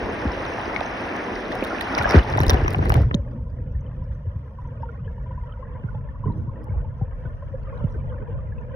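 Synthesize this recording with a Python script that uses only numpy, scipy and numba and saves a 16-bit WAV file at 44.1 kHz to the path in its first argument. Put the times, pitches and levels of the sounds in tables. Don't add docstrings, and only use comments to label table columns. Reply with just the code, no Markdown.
import sys
import numpy as np
from scipy import signal
from scipy.fft import rfft, irfft, next_fast_len
from scipy.io import wavfile
from scipy.ndimage import uniform_filter1d, map_coordinates
from numba import njit

SR = 44100
rng = np.random.default_rng(int(sys.argv[2]) if len(sys.argv) > 2 else 0)


def file_out(sig):
    cols = np.atleast_2d(sig).T
    lim = np.clip(cols, -1, 1)
    pcm = np.round(lim * 32767).astype(np.int16)
    wavfile.write(sys.argv[1], SR, pcm)


def undo_db(level):
    steps = np.asarray(level, float) / 20
    return 10 ** steps


N = 385875
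T = np.arange(N) / SR
LAPPING_S = (1.5, 2.96)


def curve(table):
    s, *columns = np.transpose(table)
    return [np.interp(T, s, column) for column in columns]


def at(table, hz):
    f, db = np.transpose(table)
    return np.interp(np.log(hz), np.log(f), db)


def unit(x):
    return x / np.sqrt(np.mean(x ** 2))


def walk(rate):
    hold = int(SR / rate)
    steps = np.repeat(rng.standard_normal(N // hold + 1), hold)
    smooth = uniform_filter1d(uniform_filter1d(steps, hold), hold)
    return unit(smooth[:N])


def sparks(rate, spread_db):
    hit = rng.random((2, N)) < rate / SR
    size = undo_db(spread_db * rng.exponential(1, (2, N)))
    return unit(hit * rng.standard_normal((2, N)) * size)


def bend(hz):
    cycles = 1.9
    return np.exp(-2j * np.pi * cycles * np.log(np.minimum(hz / 2000, 1)))


def coloured(drive, colour, side, side_db, flicker_db, flicker_rate, edges_hz):
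    size = next_fast_len(N)
    hz = np.maximum(np.fft.rfftfreq(size, 1 / SR), 1)
    envelopes = undo_db(np.array([at(colour, hz), at(side, hz)]))
    spectra = rfft(drive, size) * envelopes * bend(hz)
    bands = []
    for k in range(len(edges_hz)):
        share = np.interp(np.log(hz), np.log(edges_hz), np.arange(len(edges_hz)) == k)
        flicker = undo_db(flicker_db * walk(flicker_rate))
        mid, apart = irfft(spectra * share, size)[:, :N] * flicker
        bands.append([mid + undo_db(side_db) * apart, mid - undo_db(side_db) * apart])
    return np.array(bands)


@njit
def rings(start, hz, t60, left, right, glide, rise, count, rate):
    out = np.zeros((2, count))
    for e in range(len(start)):
        life = int(t60[e] * rate)
        step = 2 * np.pi * hz[e] / rate
        turn = np.exp(1j * step - np.log(1000) / life)
        slide = np.exp(1j * step * glide / life)
        z = 1 + 0j
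        for i in range(min(life, count - start[e])):
            z *= turn
            turn *= slide
            swell = min(i * hz[e] / rate / rise, 1.)
            v = z.imag * swell * swell * (3 - 2 * swell)
            out[0, start[e] + i] += left[e] * v
            out[1, start[e] + i] += right[e] * v
    return out


def ring(rows, glide, rise):
    s, db, hz, t60, pan_db = np.array(rows, float).T
    start = (s * SR).astype(int)
    left, right = undo_db(db + pan_db / 2), undo_db(db - pan_db / 2)
    life = np.maximum(t60, 2 / hz)
    return rings(start, hz, life, left, right, glide, rise, N, 1. * SR)


def swarm(count, low_hz, high_hz, t60, slope, spread_db, glide, rise):
    c = rng.random((count, 5)).T
    hz = low_hz * (high_hz / low_hz) ** c[1]
    life = t60 * (.5 + c[3]) * (1000 / hz) ** slope
    db = 10 * np.log10(hz / life) - spread_db * np.log(c[2])
    which = 80 * np.sign(c[4] - .5)
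    return unit(ring(np.transpose([c[0] * T[-1], db, hz, life, which]), glide, rise))


def scatter(span_s, db, low_hz, high_hz, count):
    c = rng.random((count, 3)).T
    s = span_s[0] + (span_s[1] - span_s[0]) * c[0] ** .6
    level = db + 12 * (c[1] - .5)
    hz = low_hz * (high_hz / low_hz) ** c[2]
    return np.transpose([s, level, hz])


def add(out, s, sound):
    i = int(s * SR)
    out[:, i:i + sound.shape[-1]] += sound[..., :N - i]


def lag(x, samples):
    right = map_coordinates(x[1], [np.arange(N) - samples], order=5, mode="nearest")
    return np.array([x[0], right])


# (time [s], low rush level [dB], share of the ports covered by water [0-1])
RIVER_IN_AIR = [(0.0, -31.5, 0.24), (0.6, -35, 0.04), (1.5, -33, 0.2), (1.75, -33.5, 0.07),
                (2.02, -32, 0.01), (2.19, -28, 0.07), (2.2, -34.5, 0.1), (2.38, -33, 0.13),
                (2.54, -28, 0.28), (2.57, -33, 0.21), (2.72, -31.5, 0.28), (2.77, -35, 0.3),
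                (2.8, -36, 0.32), (2.83, -30.5, 0.46), (2.89, -30, 0.58), (2.92, -32.5, 0.5),
                (2.96, -30.5, 0.28), (3.01, -32, 0.56), (3.035, -42, 0.35), (3.06, -46.5, 0.4),
                (3.1, -51, 0.44), (3.15, -46, 0.77), (3.2, -51, 0.9)]
# (frequency [Hz], relative density [dB])
RUSH_COLOUR = [(71, -53.5), (120, -36.5), (184, -2), (250, -1.5), (330, -1.5), (670, -4), (1320, -11.5),
               (1720, -10), (2000, -12), (2300, -16), (3050, -20), (3900, -19.5), (4500, -24.5),
               (5300, -20.5), (6240, -26), (7500, -76.5), (9020, -36), (11500, -43.5), (13000, -73),
               (16000, -53)]
# (frequency [Hz], relative density [dB])
RUSH_SIDE_COLOUR = [(71, -44), (120, -16.5), (192, -6.5), (656, -0.5), (1030, 0), (1860, -12), (2290, -1),
                    (3590, -9), (6370, -38), (9020, -30), (10600, -67), (12300, -34.5), (16000, -54)]


def river():
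    low_db, cover = curve(RIVER_IN_AIR)
    high_db = low_db + 4.5 - 29 * cover
    hiss_db = low_db - 12.5 - 22 * cover
    froth = swarm(count=16000, low_hz=146.0, high_hz=15050, t60=0.03, slope=0.54, spread_db=1.8,
                  glide=0.27, rise=2.2)
    gush_db = 2.5 * np.interp(T, LAPPING_S, (0, 1))
    gushes = undo_db(gush_db * walk(22))
    drive = (1.69 * rng.standard_normal((2, N)) + froth) * gushes
    bands = coloured(drive, RUSH_COLOUR, RUSH_SIDE_COLOUR, -11, 1.0, 25.19,
                     [200, 450, 900, 1800, 3600, 6500])
    low = undo_db(low_db) * unit(bands[:2].sum(0))
    high = undo_db(high_db) * unit(bands[2:4].sum(0))
    hiss = undo_db(hiss_db) * unit(bands[4:].sum(0))
    above = np.clip((RIVER_IN_AIR[-1][0] - T) / 0.064, 0, 1)
    return above * (low + high + hiss)


# (time [s], level [dB], pitch [Hz], ring t60 [s], left minus right [dB])
SURFACE_BUBBLES = [(0.302, -30.5, 975, 0.23, 5), (0.762, -18, 2160, 0.025, 16),
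                   (0.811, -3, 710, 0.0094, -10), (1.345, -30, 660, 0.029, 8),
                   (1.517, -21.5, 1820, 0.021, 0), (1.554, -24.5, 730, 0.08, 4),
                   (1.626, -19.5, 2360, 0.0096, -4), (1.719, -20, 1330, 0.033, 0),
                   (1.76, -38, 3380, 0.011, -2), (1.785, -25, 2480, 0.011, -11),
                   (1.811, -20.5, 1847, 0.02, -12), (2.496, -12.5, 1856, 0.012, 3.5),
                   (2.941, -20, 2126, 0.01, -2), (2.943, -24, 760, 0.02, -2), (1.729, -14, 720, 0.017, -2),
                   (1.933, -21, 687, 0.045, -6), (2.055, -14, 624, 0.02, 0),
                   (2.153, -16, 1570, 0.031, -1.5), (2.791, -36, 796, 0.015, 0), (2.902, -21, 872, 0.02, 0),
                   (2.972, -27, 1550, 0.012, 0), (3.008, -26, 1100, 0.014, -1), (1.623, -21, 514, 0.09, -3),
                   (1.705, -28, 1400, 0.067, -3), (1.747, -24, 1750, 0.03, -10),
                   (1.985, -4.5, 2117, 0.0049, 0), (2.011, -19.5, 1429, 0.054, -6),
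                   (2.044, -15.5, 1615, 0.041, -2.5), (2.074, -14.5, 1220, 0.02, -1),
                   (2.122, -15, 1310, 0.018, 2), (2.176, -11.5, 706, 0.029, -8),
                   (2.193, -25, 2886, 0.029, 0), (2.362, -15, 550, 0.02, 2), (2.246, -21, 860, 0.03, 4),
                   (2.291, -22, 520, 0.028, -9), (2.355, -34, 2140, 0.02, -8), (2.374, -26, 1910, 0.029, 0),
                   (2.423, -17, 290, 0.025, -1), (2.436, -17.5, 379.5, 0.017, 1),
                   (2.433, -28, 2850, 0.015, 1), (2.526, -22, 332, 0.03, -4.5),
                   (2.556, -27.5, 1750, 0.025, 0), (2.655, -25, 334, 0.04, -6),
                   (2.647, -30, 2770, 0.016, 3), (2.706, -20, 420, 0.025, -2),
                   (1.362, -21.5, 1930, 0.014, -2), (2.383, -7, 780, 0.015, -8),
                   (2.404, -15, 977, 0.013, -1.5), (2.448, -28, 2920, 0.016, 1),
                   (2.467, -18, 970, 0.016, 2), (2.495, -14.5, 534, 0.033, -2),
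                   (2.544, -16.5, 710, 0.024, 16), (2.572, -32, 2850, 0.034, 2),
                   (2.747, -23, 744, 0.047, -4), (2.921, -16, 767, 0.029, 8.5),
                   (2.921, -25.5, 2860, 0.012, 2), (3.033, -30, 1300, 0.013, 4),
                   (3.11, -12, 494, 0.0095, -8), (3.143, -33, 1290, 0.0084, -4),
                   (3.111, -23.5, 1740, 0.0074, -3)]


def bubbles():
    return ring(SURFACE_BUBBLES, 0.094, 1.4)


# (time [s], level [dB], ring [Hz],
# top end against ring [dB], left minus right [dB])
PORT_TICKS = [(0.4513, -30, 4000, -25, -1), (0.7627, -40.5, 3940, -37, -33), (0.806, -29, 3640, -25, -14),
              (1.3545, -33, 4960, -36, 3), (1.5189, -35.5, 5130, -19, -15),
              (1.5524, -31.5, 3460, -9.5, -2.5), (1.6397, -26.5, 3260, -11, -8),
              (1.8088, -25.5, 3554, -14, -14), (1.8135, -25.5, 3300, -23, 5), (1.822, -32, 4700, -14, 1),
              (1.648, -25, 3500, -16, -2), (2.1, -21, 5330, -34, 2), (2.157, -32, 4800, -25, -1.5),
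              (2.42, -29, 5300, -14.5, -1.5), (1.9495, -19, 4840, -30, -5), (1.9814, -23, 5570, -14.5, 1),
              (1.9878, -22, 5290, -28, -9.5), (2.024, -23, 3800, -19, 0.5),
              (2.0334, -30.5, 3850, -9.5, 4.5), (2.0924, -24, 5470, -20.5, -7),
              (2.1086, -16.5, 5310, -23, 0), (2.1204, -25, 4970, -30.5, -4), (2.149, -31, 4770, -33, -12),
              (2.1682, -28.5, 5300, -20.5, 4), (2.1868, -28.5, 5116, -29, -7),
              (2.3002, -31.5, 5600, -21.5, -1), (2.3245, -29, 3810, -27.5, -1),
              (2.374, -24.5, 3794, -15, -0.5), (2.39, -27, 5860, -26.5, -11.5),
              (2.4034, -23.5, 3340, -11.5, 0.5), (2.4134, -27.5, 5470, -26, -5),
              (2.4334, -25, 3905, -13, -1), (2.4656, -22, 3680, -12.5, 1.5),
              (2.4813, -20.5, 5543, -19.5, 8), (2.4954, -9, 5490, -26, -9), (2.5024, -9, 3880, -20, 0.5),
              (2.5084, -24, 3420, -16, -2.5), (2.5326, -23.5, 3850, -24.5, -8),
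              (2.5424, -25, 5290, -19.5, 1), (2.6798, -27, 5740, -21, -1.5), (2.705, -31, 5136, -10.5, 1.5),
              (2.7342, -30.5, 3380, -7.5, -5.5), (2.8948, -22, 5250, -2.5, -2),
              (2.9025, -34, 5540, -16, 0.5), (2.9203, -26, 4700, -13, -4.5),
              (2.9407, -24.5, 3200, -12.5, 14), (2.9574, -36, 3680, -17, -2), (3.1433, -16.5, 3480, -42, 7),
              (3.1474, -27.5, 6400, -25, -3), (1.5235, -26, 3500, -33, -2), (6.642, -50, 5300, 1, -4)]


def port_ticks():
    out = np.zeros((2, N))
    t = np.arange(800) / SR
    hz = np.fft.rfftfreq(len(t), 1 / SR)
    spray = scatter((1.1, 3.03), -39, 3600, 5600, count=24)
    rows = PORT_TICKS + [(*row, -10.5, 0) for row in spray]
    noises = rng.standard_normal((len(rows), len(t)))
    for (s, db, ring_hz, top_db, pan_db), noise in zip(rows, noises):
        own = np.exp(-((hz - ring_hz) / 600) ** 2)
        upper_port = undo_db(-16.5) * np.exp(-((hz - 5400) / 800) ** 2)
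        lower_port = undo_db(-10.5) * np.exp(-((hz - 3900) / 500) ** 2)
        body = undo_db(-10) * np.exp(-(hz / 5000) ** 4)
        top = undo_db(top_db) * np.exp(-((hz - 11000) / 5000) ** 6)
        burst = noise * np.minimum(t / .0008, 1) * np.exp(-t / .0014)
        tick = irfft(rfft(np.roll(burst, 100)) * (own + upper_port + lower_port + body + top))
        gain = undo_db(db + np.array([[pan_db], [-pan_db]]) / 2)
        add(out, s - 100 / SR, tick / np.abs(tick).max() * gain)
    return out


# (time [s], level before the left and right factors [dB], centre [Hz])
WATER_CLICKS = [(1.528, -21, 750), (1.81, -23, 1640), (1.977, -8.5, 1030), (1.994, -18, 1080),
                (2.013, -16, 1070), (2.055, -8.5, 835), (2.143, -10, 980), (2.179, -11, 850),
                (2.196, -17, 800), (2.38, -12, 1100), (2.403, -10.5, 1090), (2.433, -14.5, 1010),
                (2.495, -13, 1330), (2.509, -9, 1229), (2.542, -12, 1200), (2.66, -14, 1000),
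                (2.679, -11.5, 1370), (2.746, -15, 1180), (2.79, -16, 720), (2.856, -17, 850),
                (2.901, -8.5, 1180), (2.92, -15, 900), (2.953, -14, 900), (3.112, -18.5, 1247),
                (5.838, -37, 846), (6.26, -33, 522), (6.682, -34, 699), (7.944, -33, 564)]


def water_clicks():
    out = np.zeros((2, N))
    hz = np.maximum(np.fft.rfftfreq(2048, 1 / SR), 1)
    rows = WATER_CLICKS + list(scatter(LAPPING_S, -20.5, 600, 1200, count=12))
    sides = np.array([[1.15], [-.85]])
    for (s, db, centre_hz), noise in zip(rows, rng.standard_normal((len(rows), 2048))):
        burst = noise * np.exp(-np.arange(2048) / SR / 0.0022)
        dull = np.exp(-(np.log(hz / centre_hz) / .75) ** 2 - (hz / 3000) ** 2)
        click = irfft(rfft(np.roll(burst, 200)) * dull * bend(hz))
        add(out, s - 200 / SR, undo_db(db) * click / np.abs(click).max() * sides)
    return out


# (time [s], level [dB], boom [Hz],
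# sharp part [dB] before its factor boom / 600 Hz, left minus right [dB])
HOUSING_KNOCKS = [(0.03, -27.5, 89, -2, 4), (0.252, -17, 72, -21, 0.5), (0.254, -16.5, 210, -11, 1),
                  (0.679, -25, 195, 19, -7), (1.504, -22.5, 188, 9, 4), (1.625, -17.5, 201, 19, -3),
                  (1.991, -20.5, 111, -12, -1), (2.144, -6.5, 143, 5, 3), (2.156, -0.5, 74, -0.5, 1),
                  (2.361, -19.5, 88.5, 12, -2), (2.404, -12.5, 93, 1, 2), (2.437, -23, 60.2, 27, 7),
                  (2.467, -15.5, 90, -4, 4), (2.496, -18.5, 110, 16, 3), (2.514, -10, 68, -26, 2.5),
                  (2.543, -20, 51, 16, 8), (2.619, -12, 80, -4.5, -1.5), (2.648, -18, 76, 11, 4),
                  (2.697, -21, 110, -9, 2), (2.767, -17, 115, -6, 3), (2.789, -19, 110, 3, 3),
                  (2.802, -15.5, 95, -12, 1), (2.898, -17.5, 110, 2, -5), (2.952, -14, 132, -14, -2.5),
                  (2.969, -12.5, 115, -6.5, -3), (2.982, -26, 72, 0, 2), (3.004, -15.5, 120, -2.5, 2),
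                  (3.039, -21, 88, -18, 2), (3.068, -26, 85, -16, 1), (3.111, -30, 77, 11, -12),
                  (3.145, -10.5, 168, -8.5, -1.5), (3.18, -18.5, 70, -12, 1), (3.381, -24, 53.8, -23, -0.5),
                  (3.512, -23, 72.7, -18, -3), (3.738, -20, 51.1, -25, 0.5), (3.87, -28, 91.5, -20, 0.5),
                  (4.088, -21, 56.4, -32, -1), (4.263, -17, 86, -20, 1), (4.352, -23, 95.7, -33.5, 1),
                  (4.802, -24, 88.8, -28, -1.5), (5.84, -19.5, 117, -12, -3.5),
                  (5.947, -23.5, 105, -22, -3), (6.26, -18.5, 109.7, -7, -5.5), (6.281, -19, 115, -11, -4),
                  (6.299, -24, 136, -4, -4), (6.325, -31, 140, -13, 4), (6.352, -22, 125, -18, -4),
                  (6.376, -20.5, 103.5, -11, -3.5), (6.474, -20.5, 114.3, -19, 0.5),
                  (6.688, -21, 90, -12, 0), (6.708, -21.5, 84.5, -21, 5), (6.757, -18, 62, -22.5, -4),
                  (6.801, -27, 95.4, -21, -4), (7.014, -15.5, 109.2, -14.5, 3.5),
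                  (7.072, -26.5, 62, -26, 2), (7.253, -21.5, 100, -12.5, 5), (7.541, -29, 70, -22, 0),
                  (7.84, -13.5, 121.1, -17, -5.5), (7.961, -22.5, 62, -4, 3.5), (8.318, -25, 99.6, -23, 3),
                  (8.481, -31, 117, -39, 5)]


def knocks():
    out = np.zeros((2, N))
    hz = np.maximum(np.fft.rfftfreq(16384, 1 / SR), 1)
    for s, db, boom_hz, sharp_db, pan_db in HOUSING_KNOCKS:
        boom = np.exp(-(np.log(hz / boom_hz) / 0.43) ** 2)
        sharp = undo_db(sharp_db) * boom_hz / 600 * np.exp(-(np.log(hz / 330) / .5) ** 2)
        blow = irfft((boom + sharp) * bend(hz))[:8192]
        gain = undo_db(db + np.array([[pan_db], [-pan_db]]) / 2)
        add(out, s - .004, gain * blow / np.abs(blow).max())
    return out


# (time [s], level [dB])
BUFFET_LEVEL = [(0.0, -34.5), (0.83, -39.5), (1.85, -40.5), (2.04, -31.5), (2.19, -34), (2.46, -20),
                (2.53, -21.5), (2.58, -22.5), (2.87, -20.5), (3.02, -16.5), (3.17, -30.5), (3.36, -30),
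                (4.2, -32), (4.5, -34), (5.04, -32.5), (5.45, -29), (5.7, -34), (6.41, -30), (6.95, -32),
                (7.6, -32), (8.09, -28.5), (8.75, -33.5)]
# (frequency [Hz], relative density [dB])
BUFFET_SPECTRUM = [(15, -30.5), (25, -2.5), (48, -1.5), (108, -4), (132, -5.5), (194, -20.5), (220, -22),
                   (290, -47), (480, -120)]
# (time [s], side against mid [dB])
BUFFET_UNEVENNESS = [(0, -18), (3.2, -29.5), (5.63, -28.5), (5.68, -11.5), (8.75, -6)]


def buffet():
    drive = sparks(200, 0.93) + 1.2 * rng.standard_normal((2, N))
    side_db = curve(BUFFET_UNEVENNESS)[0]
    bands = coloured(drive, BUFFET_SPECTRUM, BUFFET_SPECTRUM, side_db, 1.76, 9, [45, 110])
    return unit(bands.sum(0)) * undo_db(curve(BUFFET_LEVEL)[0])


# (time [s], level before wavering [dB], pitch [Hz], left minus right [dB])
PORT_PINGS = [(3.144, -25.5, 570, -2), (3.18, -31, 550, -3), (3.38, -41.5, 905, -3), (3.863, -47, 3030, 7),
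              (3.892, -54, 1030, 0), (4.019, -40.5, 988, -4), (4.247, -36.5, 518, -3),
              (4.585, -33, 990, -3), (4.647, -35.5, 970, 3), (4.8, -34, 561, -4.5), (4.829, -28, 920, 2.5),
              (4.889, -40, 1414, -14), (5.061, -34.5, 440, -9), (5.077, -35.5, 1670, 6.5),
              (5.177, -39.5, 940, 0), (5.259, -35.5, 980, 2), (5.307, -36, 977, 2.5),
              (5.375, -26.5, 990, 2.5), (5.432, -37, 943, 0.5), (5.491, -43.5, 1290, -4),
              (5.513, -42, 1284, -8), (5.535, -41.5, 1434, -13), (5.668, -46, 1700, -7),
              (6.087, -47.5, 1770, -7), (6.692, -49, 2190, 0.5), (7.941, -41.5, 1527, -7),
              (8.521, -43, 1690, -2.5), (5.571, -37, 960, 0), (5.624, -39, 1052, 11),
              (5.75, -36.5, 983, 5.5), (5.885, -39.5, 1450, -20), (5.944, -36, 855, 1),
              (6.044, -38, 580, -3), (6.155, -43, 1114, 0.5), (6.277, -47, 1950, 2), (6.345, -48, 563, 5),
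              (6.557, -45, 1820, -1), (6.61, -39, 480, -2), (5.523, -49.5, 3070, 3), (5.047, -52, 2980, 0),
              (8.0, -50.5, 2310, 1), (6.237, -34, 1010, 1), (6.253, -33, 420, -9.5),
              (6.271, -29.5, 1030, 0), (6.298, -28.5, 950, 0), (6.379, -36, 492, -5),
              (6.491, -35.5, 1047, -2), (6.666, -37.5, 857, -0.5), (6.735, -38, 830, 1),
              (6.843, -33, 888, -1), (7.009, -34, 780, -2.5), (7.038, -32.5, 514, -6),
              (7.253, -36.5, 1490, -8), (7.293, -41, 576, -9), (7.422, -40, 1033, 2.5),
              (7.422, -35, 570, -4), (7.536, -23.5, 528, -5), (7.669, -37.5, 1203, -4.5),
              (7.716, -31.5, 477, -9), (7.724, -33, 1076, 3.5), (7.839, -35.5, 493, -6),
              (7.943, -31, 453, 3), (8.201, -40.5, 427, -15), (8.282, -33.5, 480, -4),
              (8.349, -45, 1047, 1), (8.138, -38, 927, -5), (8.386, -39, 1165, -4.5),
              (8.582, -44.5, 2590, 3)]


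def pings():
    struck = []
    for s, db, hz, pan_db in PORT_PINGS:
        t60 = 0.069 * (1000 / hz) ** 0.63
        struck.append((s, db, hz, t60, pan_db))
    return ring(struck, 0.019, 6.2) * undo_db(2.8 * walk(90))


# (time [s], level before wavering [dB], pitch [Hz], ring t60 [s],
# left minus right [dB])
AIR_POCKETS = [(3.31, -37, 244, 0.72, -4), (6.265, -35, 305.2, 0.66, 0), (6.37, -39, 327, 0.39, 1),
               (6.55, -44, 314, 0.91, -8.5)]


def pockets():
    return ring(AIR_POCKETS, 0.032, 11.0) * undo_db(3.0 * walk(30))


# (time [s], level [dB], pitch [Hz], left minus right [dB])
GRIT_GRAINS = [(3.3116, -55, 4820, -1.5), (3.5006, -55, 4810, -1), (3.7226, -58.5, 5650, -3.5),
               (3.808, -54.5, 6060, -9), (4.0404, -57, 5360, -3), (4.15, -57.5, 6100, 1),
               (4.673, -56, 5960, 1.5), (4.8221, -54, 5130, -8), (5.3504, -63, 5750, -3.5),
               (6.3227, -50, 3950, 8), (6.6335, -54, 4940, -3), (7.6318, -54, 4370, -5),
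               (7.7764, -47, 3880, 6), (7.8972, -57, 3990, 0), (7.9236, -59, 4030, -2),
               (8.611, -63, 6300, -2)]


def grains():
    return ring([(s, db, hz, .011, pan_db) for s, db, hz, pan_db in GRIT_GRAINS], .03, 9.)


# (time [s], level each adds to the gain [dB], decay t60 [s])
GURGLE_SURGES = [(3.0, -22, 0.3), (3.14, -40.5, 0.78), (3.319, -43.5, 1.5), (3.59, -43, 0.7),
                 (3.98, -44, 0.25), (6.28, -34.5, 1.26), (7.29, -48, 0.38), (7.84, -45, 1.5),
                 (8.2, -44, 0.37), (8.57, -46, 0.31)]


def surges():
    power = undo_db(-53.5) ** 2
    for s, db, t60 in GURGLE_SURGES:
        rise = (s - T) / 0.05 / 3
        fall = (T - s) / t60
        power = power + undo_db(db - 60 * np.where(T < s, rise, fall)) ** 2
    return np.sqrt(power)


# (time [s], lower port resonance [dB], upper port resonance [dB], top range [dB])
RIVER_IN_WATER = [(3.0, -52, -57, -59), (3.3, -51, -58.5, -64.5), (3.9, -50.5, -61, -61),
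                  (4.6, -52.5, -57.5, -62), (5.26, -51, -60, -61), (5.55, -50, -54, -59),
                  (6.2, -54.5, -54.5, -61.5), (6.3, -55, -48, -61), (6.6, -48.5, -55, -63),
                  (7.0, -48.5, -54, -60.5), (7.4, -50, -59, -58.5), (7.84, -46, -52.5, -58),
                  (8.3, -46, -55.5, -60), (8.6, -48, -56, -59.5), (8.75, -47.5, -57.5, -56)]
# (time [s], level [dB])
WATER_HISS = [(3.0, -66.5), (3.3, -79), (3.7, -79), (4.2, -79.5), (4.6, -78), (5.1, -79.5), (5.42, -78),
              (5.7, -80.5), (6.25, -80.5), (6.4, -77.5), (6.75, -83.5), (7.3, -77), (7.7, -78.5),
              (7.8, -74.5), (7.97, -74.5), (8.1, -78.5), (8.3, -82.5), (8.55, -79), (8.75, -81)]
# (frequency [Hz], relative density [dB])
WATER_COLOUR = [(120, -47), (210, 1), (300, -8.5), (370, -17), (510, -1), (640, -10), (760, -22),
                (980, -8.5), (1180, -19.5), (1850, -22), (2300, -32.5), (3050, -38.5), (3500, -49.5),
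                (4400, -56), (5600, -49), (6500, -51.5), (7100, -80.5), (9000, -56), (12000, -57.5),
                (13500, -80.5)]
# (frequency [Hz], relative density [dB])
WATER_SIDE_COLOUR = [(120, -35.5), (200, 2), (279, -14.5), (505, -2), (612, -13.5), (852, -17),
                     (1440, -6.5), (1970, -30), (2700, -23.5), (4100, -38.5), (5430, -33.5), (6460, -49.5),
                     (8850, -56), (10400, -56), (13000, -59)]


def drowned():
    low_db, high_db, top_db = curve(RIVER_IN_WATER)
    blips = swarm(count=18000, low_hz=200, high_hz=3600, t60=.055, slope=.5, spread_db=1.7,
                  glide=.04, rise=9.)
    drive = rng.standard_normal((2, N)) + .85 * blips * undo_db(1.4 * walk(150) + 2.2 * walk(14))
    grit = swarm(count=9000, low_hz=3000, high_hz=12000, t60=.05, slope=.9, spread_db=1.5,
                 glide=.03, rise=6.)
    drive += .6 * grit * undo_db(2.5 * walk(40) + 1.5 * walk(10))
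    bands = coloured(drive, WATER_COLOUR, WATER_SIDE_COLOUR, -9.0, 0.58, 16,
                     [280, 520, 980, 1700, 2800, 4000, 10000])
    gurgle = surges() * unit(bands[0])
    lower = undo_db(low_db) * unit(bands[1])
    upper = undo_db(high_db) * unit(bands[2])
    top = undo_db(top_db) * unit(bands[3:5].sum(0))
    hiss = undo_db(curve(WATER_HISS)[0]) * unit(bands[5:].sum(0))
    below = np.clip((T - RIVER_IN_WATER[0][0]) / 0.13, 0, 1)
    return below * (gurgle + lower + upper + top + hiss)


def scene():
    housing = lag(buffet() + knocks(), 2.8)
    ticks = lag(port_ticks(), 8.3)
    water = river() + drowned() + grains() + bubbles() + pings() + pockets()
    return housing + water + water_clicks() + ticks


def low_pass(x):
    return signal.sosfilt(signal.butter(12, 17140, fs=SR, output="sos"), x)


def record(dry):
    high_pass = signal.butter(3, 38, "high", fs=SR, output="sos")
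    cut = signal.sosfilt(high_pass, dry)
    mix = np.tanh(1.28 * cut) / 1.112
    return low_pass(mix)


dry = scene()
out = record(dry)
file_out(out)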